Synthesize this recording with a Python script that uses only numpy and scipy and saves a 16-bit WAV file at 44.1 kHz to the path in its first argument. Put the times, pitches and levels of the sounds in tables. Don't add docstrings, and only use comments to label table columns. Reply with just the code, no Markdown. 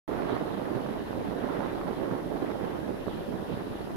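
import sys
import numpy as np
from scipy import signal
from scipy.fft import rfft, irfft
from scipy.io import wavfile
from scipy.ndimage import uniform_filter1d

SR = 44100
rng = np.random.default_rng(int(sys.argv[2]) if len(sys.argv) > 2 else 0)


def int16_out(signal):
    q = np.round(np.clip(np.atleast_2d(signal).T, -1, 1) * 32767)
    wavfile.write(sys.argv[1], SR, q.astype(np.int16))


N = 174636
TIME, BINS = np.arange(N) / SR, np.fft.rfftfreq(N, 1 / SR)
START_S, EDGE_HZ = .078, 14600

# [start_s, relative level_db]
GUSTS = [(.08, 1), (.23, 3), (.38, 2), (.58, 0.14), (.72, 0), (.94, 0), (1.06, -4), (1.25, -1.6),
         (1.38, -.5), (1.46, 2), (1.65, 3), (1.72, -.5), (1.9, 0.9), (2.04, 0.6), (2.15, 2), (2.22, -2.5),
         (2.34, 0.4), (2.48, 1), (2.66, 0.3), (2.8, -1.6), (3.02, -3), (3.3, -3.8), (3.52, -3),
         (3.66, -5.5), (3.95, -6.5)]
# [centre_s, length_s, change_db]
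BUFFETS = [(0.34, 0.022, -1), (0.561, 0.012, -10), (0.766, 0.024, 5), (.922, 0.013, 1.5),
           (1.067, 0.036, -3), (1.187, 0.043, 4), (1.437, 0.01, 3), (1.713, 0.038, -2.5), (1.877, 0.028, 5),
           (1.955, 0.02, -5), (2.14, 0.016, 1.5), (2.355, .02, 1.5), (2.388, .025, -2), (2.43, 0.02, 3.5),
           (2.514, 0.011, 2), (2.575, 0.012, -6.5), (2.762, 0.025, 3), (2.842, 0.017, -5),
           (2.887, 0.032, 4.5), (2.98, 0.017, -8.5), (3.06, 0.022, -15), (3.078, 0.0071, 12),
           (3.126, 0.018, -10), (3.245, 0.014, -15), (3.342, 0.029, 6), (3.386, 0.034, -2),
           (3.458, 0.025, -10), (3.522, 0.039, 4), (3.62, 0.019, 5.5), (3.633, 0.016, -10),
           (3.778, 0.028, -3.5), (3.812, 0.016, 5), (3.86, .025, -2), (3.912, .02, -5), (3.939, .015, 5)]
FLUTTER_DB, FLUTTER_HZ = 1.53, 40
FLUTTER_PER_DB = 0.22

# [pitch_hz, level_db_per_hz]
EDDY_SPECTRUM = [(20, -90), (50, -77.5), (85, -70.5), (140, -64.5), (270, -59), (480, -61.5), (750, -66),
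                 (1100, -75.5), (1700, -87.5), (2600, -103), (6000, -126)]
EDDIES_PER_S, EDDY_SPREAD_DB = 950, 2.5
RATE_DOUBLES_DB = 3.5
SIZE_SPREAD_OCT, OCT_PER_DB = .36, 0.0951
SUCK_SHARE, SUCK_PER_DB = .25, 0.03
# [pitch_hz, change_db]
SHELTER = [(60, 2), (130, -8.5), (280, -9), (500, -16.5), (1100, -9)]

# [pitch_hz, level_db_per_hz]
ROLL_SPECTRUM = [(60, -93), (140, -70.5), (210, -59.5), (280, -58.5), (360, -59.5), (480, -63.5),
                 (750, -76), (2000, -125)]
ROLL_LUMP_DB, ROLL_LUMP_HZ = 1.5, 17.5
# [pitch_hz, level_db_per_hz]
RASP_SPECTRUM = [(400, -110), (900, -87), (1700, -87), (2400, -95.5), (3800, -96.5), (5500, -108),
                 (8000, -125)]
RASP_LUMP_DB, RASP_LUMP_HZ = 4, 89.5
RASP_EXTRA_DB_PER_DB = .35
# [centre_s, peak_db, spike_width_s, push 1 or suck -1]
POPS = [(0.15, -17, 0.00028, 1), (0.188, -21, 0.00014, 1), (0.2215, -20.5, 0.00011, 1),
        (.2969, -15.5, 0.00015, 1), (0.3297, -15, .0003, 1), (0.3414, -15.5, 0.00044, 1),
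        (0.367, -18, 0.00032, 1), (.6868, -23, 0.00035, 1), (.707, -20, 0.00037, 1),
        (.7528, -21, 0.00027, 1), (0.891, -36, .0003, -1), (.995, -23.5, 0.00027, 1),
        (1.1083, -18.5, .0003, 1), (1.1305, -18, .0002, -1), (1.3104, -22, 0.00018, -1),
        (1.4449, -16, .0003, 1), (1.5032, -22, 0.00023, 1), (1.6231, -19, 0.00022, -1),
        (1.6606, -15, 0.00019, 1), (1.8936, -17, 0.00028, -1), (1.9113, -19, 0.00027, 1),
        (1.9324, -20, .0002, 1), (2.1132, -18.5, .0002, -1), (2.3598, -22, 0.00025, 1),
        (2.493, -29, 0.00021, -1), (2.5076, -22, .0002, 1), (2.7914, -18, 0.00033, 1),
        (2.8981, -25.5, .0003, 1), (2.9542, -23, 0.00025, 1), (3.0679, -18, 0.00028, 1),
        (3.0822, -16, 0.00019, 1), (3.1136, -19.5, 0.00027, 1), (3.1912, -20, .0003, 1),
        (3.2105, -22, 0.00028, 1), (3.2912, -20, 0.00032, 1), (3.3433, -19, 0.00034, 1),
        (3.4296, -22, 0.00034, 1), (3.527, -19, 0.00028, 1), (3.5528, -24, 0.00048, 1),
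        (3.5753, -20, 0.00045, 1), (3.6711, -29, 0.00016, 1), (3.7554, -20, 0.00023, 1),
        (3.8744, -19.5, 0.00026, 1), (3.9061, -22, 0.00028, 1), (3.9455, -26, .0002, 1)]
POP_SUCTION = 5.5
# [centre_s, left_db, right_db]
THUMPS = [(.176, -39, -43), (.335, -44, -40), (.76, -43, -35), (.872, -40, -42), (1.2, -35.5, -42),
          (1.575, -56, -37), (1.606, -38, -42), (1.876, -37, -38), (2.125, -33.5, -32), (2.28, -42, -39),
          (2.425, -39, -42), (2.631, -41, -33), (3.075, -53, -42), (3.344, -42, -37), (3.522, -52, -32),
          (3.712, -37.5, -36), (3.81, -46, -38), (3.94, -41, -40)]
THUMP_S, THUMP_HZ, THUMP_WIDTH_OCT = 0.026, 155, 0.52

# [pitch_hz, level_db_per_hz]
WASH_SPECTRUM = [(100, -81.5), (400, -73.5), (750, -71.5), (1200, -78), (1800, -80), (2300, -87.5),
                 (3000, -88.5), (3900, -92.5), (5000, -99.5), (6000, -110), (7500, -130), (14000, -145)]
# [left_db, right_db]
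WASH_PORT_DB = [-0.5, -1.77]
# [start_s, change_db]
SURGES = [(.08, -1.5), (.33, 3.5), (.56, -1.5), (.69, 0.1), (1, 0.8), (1.35, .1), (1.5, 1.5), (1.69, 1.5),
          (1.8, -0.5), (1.95, 0), (2.14, -0.5), (2.26, -2.5), (2.42, 0), (2.7, 0), (2.95, -1.8), (3.16, 0),
          (3.41, -1.5), (3.53, 0), (3.75, -1), (3.95, -1.5)]
# [pitch_hz, likeness 0-1, left_lead_radians]
WASH_PAIR = [(100, 0, 31), (900, 0.17, 2.5), (1640, 0.06, 1.56), (2200, 0.3, -2.5), (4100, 0.4, -1.5),
             (6000, 0, -5)]
PATCH_DB, PATCH_S, PATCH_HZ = 1.15, .08, 1100
SPLASH_DB, SPLASH_S, SPLASH_HZ = 1.86, .03, 600

# [centre_s, length_s, left_db_per_hz, right_db_per_hz]
FOAM_SWELLS = [(.31, 0.086, -88, -87), (0.543, 0.11, -88, -87), (0.917, 0.14, -97, -94),
               (1.683, .07, -92, -91), (2.43, 0.044, -96, -90), (3.14, 0.18, -95, -88.5),
               (3.53, .06, -94, -88), (3.726, 0.16, -95, -89.5)]
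BUBBLE_HZ = [2550, 3100, 3700]
FOAM_WIDTH_OCT = .12
BUBBLES_PER_S, BUBBLE_SPREAD_DB = 5600, 4.5
CLUMP_DB, CLUMP_HZ = 2.8, 18

# [pitch_hz, level_db_per_hz]
ROAR_SPECTRUM = [(15, -94), (26, -96), (45, -70), (90, -70), (170, -74), (300, -63), (420, -67.5),
                 (520, -72), (900, -80.5), (2000, -125), (5000, -125)]
# [left_db, right_db]
ROAR_PORT_DB = [-1.5, -6.5]
# [pitch_hz, width_hz, level_db]
DRONE_TONES = [(35.8, 2.5, -55), (149.9, 1.9, -54), (193.8, 2.8, -50.5), (365, 6.3, -54.5),
               (419.5, 17, -52), (576, 7.6, -52), (877, 5.4, -65)]
# [left_db, right_db]
DRONE_PORT_DB = [-1, -6.5]
MONO_BELOW_HZ, BASS_LIKENESS = 66, 0.97

# [pitch_hz, left_db_per_hz, right_db_per_hz]
HISS_SPECTRUM = [(1000, -120, -124), (3800, -120, -96), (5730, -122, -98), (6870, -125, -102),
                 (8350, -128, -103.5), (9500, -109, -99), (10960, -101, -97.5), (12400, -106, -101.5),
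                 (13900, -118, -99)]


def wind():
    left = rfft(eddies()) * amp(at_hz(SHELTER, BINS))
    right = rfft(eddies() + roll() + rasp() + pops())
    pressure_leak = BINS ** 2 / (BINS ** 2 + 10 ** 2)
    return irfft(np.array([left, right]) * pressure_leak, N) + thumps()


def eddies(count=7):
    strength_db = at_time(GUSTS, TIME)
    rate = EDDIES_PER_S * 2 ** (strength_db / RATE_DOUBLES_DB)
    spread_db = EDDY_SPREAD_DB * np.clip(rng.standard_normal(N), -2, 2)
    heights = amp(spread_db) / np.sqrt(rate)
    sign = np.where(rng.random(N) < SUCK_SHARE + SUCK_PER_DB * strength_db, -1, 1)
    arrives = rng.random(N) < rate / SR
    spikes = unit(arrives * sign * heights) * wind_gain()

    octave = OCT_PER_DB * strength_db + SIZE_SPREAD_OCT * rng.standard_normal(N)
    sizes = np.linspace(-1, 1, count)
    nearest = abs(octave[:, None] - sizes).argmin(axis=1)
    out = np.zeros(N)
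    for k, size in enumerate(sizes):
        spectrum_db = at_hz(EDDY_SPECTRUM, BINS / 2 ** size)
        out += colour(spikes * (nearest == k), spectrum_db) / np.sqrt(2 ** size)
    return out


def wind_gain():
    strength_db = at_time(GUSTS, TIME)
    buffet_db = sum(db * bell(s, length) for s, length, db in BUFFETS)
    flutter_db = (FLUTTER_DB - FLUTTER_PER_DB * strength_db) * wander(FLUTTER_HZ)
    return amp(strength_db + buffet_db + flutter_db)


def roll():
    lumpy = rng.standard_normal(N) * lumps(ROLL_LUMP_DB, ROLL_LUMP_HZ)
    return colour(lumpy * wind_gain(), at_hz(ROLL_SPECTRUM, BINS))


def rasp():
    force = wind_gain() * amp(RASP_EXTRA_DB_PER_DB * at_time(GUSTS, TIME))
    lumpy = rng.standard_normal(N) * lumps(RASP_LUMP_DB, RASP_LUMP_HZ)
    return colour(lumpy * force, at_hz(RASP_SPECTRUM, BINS))


def pops():
    out = np.zeros(N)
    for s, db, width, way in POPS:
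        near = abs(TIME - s) < .01
        u = (TIME[near] - s) / width
        spike = np.exp(-.5 * u ** 2)
        opposite = np.exp(-.5 * (u / POP_SUCTION) ** 2) / POP_SUCTION
        shape = spike - opposite
        out[near] += np.sign(way) * amp(db) * shape / shape.max()
    return out


def thumps():
    rumble = colour(rng.standard_normal((2, N)), hump(THUMP_HZ, THUMP_WIDTH_OCT))
    out = np.zeros((2, N))
    for s, *port_db in THUMPS:
        near = abs(TIME - s) < 2 * THUMP_S
        swell = bell(s, THUMP_S)[near]
        for port, db in enumerate(port_db):
            thump = unit(rumble[port, near] * swell) * np.sqrt(np.mean(swell ** 2))
            out[port, near] += amp(db) * thump
    return out


def sea(size=512):
    wash = colour(rng.standard_normal((2, N)), at_hz(WASH_SPECTRUM, BINS))
    hz, t, (left, other) = signal.stft(wash, SR, nperseg=size)
    same = np.clip(at_hz(WASH_PAIR, hz), 0, 1)[:, None]
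    lead = at_hz(WASH_PAIR, hz, axis=2)[:, None]
    right = same * np.exp(-1j * lead) * left + np.sqrt(1 - same ** 2) * other
    patch_db = PATCH_DB * patches(hz, t, PATCH_HZ, PATCH_S)
    splash_db = SPLASH_DB * patches(hz, t, SPLASH_HZ, SPLASH_S)
    level_db = at_time(SURGES, t) + patch_db + splash_db
    water = signal.istft(np.array([left, right]) * amp(level_db), SR, nperseg=size)[1][:, :N]
    return amp(WASH_PORT_DB)[:, None] * water


def patches(hz, t, width_hz, length_s):
    rows, columns = max(1, round(width_hz / hz[1])), max(1, round(length_s / t[1]))
    field = uniform_filter1d(rng.standard_normal((len(hz), len(t))), rows, axis=0)
    return unit(uniform_filter1d(field, columns, axis=1))


def foam():
    fizz = np.zeros((2, N))
    for hz in BUBBLE_HZ:
        arrives = rng.random((2, N)) < BUBBLES_PER_S / SR
        sign = rng.choice([-1, 1], (2, N))
        heights = amp(BUBBLE_SPREAD_DB * rng.standard_normal((2, N)))
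        clumped = unit(arrives * sign * heights * lumps(CLUMP_DB, CLUMP_HZ))
        fizz += colour(clumped, hump(hz, FOAM_WIDTH_OCT))
    swells = sum(amp(port_db)[:, None] * bell(s, length) for s, length, *port_db in FOAM_SWELLS)
    return fizz * swells


def ship():
    roar = colour(deck_noise(), at_hz(ROAR_SPECTRUM, BINS))
    noise = rfft(deck_noise())
    tones = np.zeros((2, N))
    for hz, width, db in DRONE_TONES:
        resonance = 1 / (1 + ((BINS - hz) / width) ** 2)
        tones += amp(db) * unit(irfft(noise * resonance, N))
    return amp(ROAR_PORT_DB)[:, None] * roar + amp(DRONE_PORT_DB)[:, None] * tones


def deck_noise():
    left, other = rfft(rng.standard_normal((2, N)))
    same = np.clip(BASS_LIKENESS, 0, 1) / np.sqrt(1 + (BINS / MONO_BELOW_HZ) ** 4)
    right = same * left + np.sqrt(1 - same ** 2) * other
    return irfft(np.array([left, right]), N)


def hiss():
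    density_db = np.array([at_hz(HISS_SPECTRUM, BINS, axis=port) for port in (1, 2)])
    return colour(rng.standard_normal((2, N)), density_db)


def amp(db):
    return 10 ** (np.asarray(db) / 20)


def unit(x):
    return x / np.sqrt(np.mean(x ** 2) + 1e-20)


def at_hz(table, hz, axis=1):
    table = np.array(table)
    return np.interp(np.log(hz + 1), np.log(table[:, 0] + 1), table[:, axis])


def at_time(curve, t):
    return np.interp(t, *np.transpose(curve))


def colour(white, density_db):
    return irfft(rfft(white) * amp(density_db) * np.sqrt(SR / 2), N)


def wander(rate_hz):
    no_drift = BINS / (BINS + rate_hz / 10)
    smooth = 1 + (BINS / rate_hz) ** 2
    return unit(irfft(rfft(rng.standard_normal(N)) * no_drift / smooth, N))


def lumps(depth_db, rate_hz):
    return unit(amp(depth_db * wander(rate_hz)))


def bell(centre_s, length_s):
    return np.exp(-2 * ((TIME - centre_s) / length_s) ** 2)


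def hump(centre_hz, width_oct):
    return -3 * (np.log2((BINS + 1) / centre_hz) / width_oct) ** 2


def scene():
    return wind() + ship() + sea() + foam() + hiss()


def record(dry):
    taps = signal.firwin(511, EDGE_HZ, window=("kaiser", 9), fs=SR)
    return signal.oaconvolve(dry * (TIME >= START_S), taps[None], "same")


dry = scene()
out = record(dry)
int16_out(out)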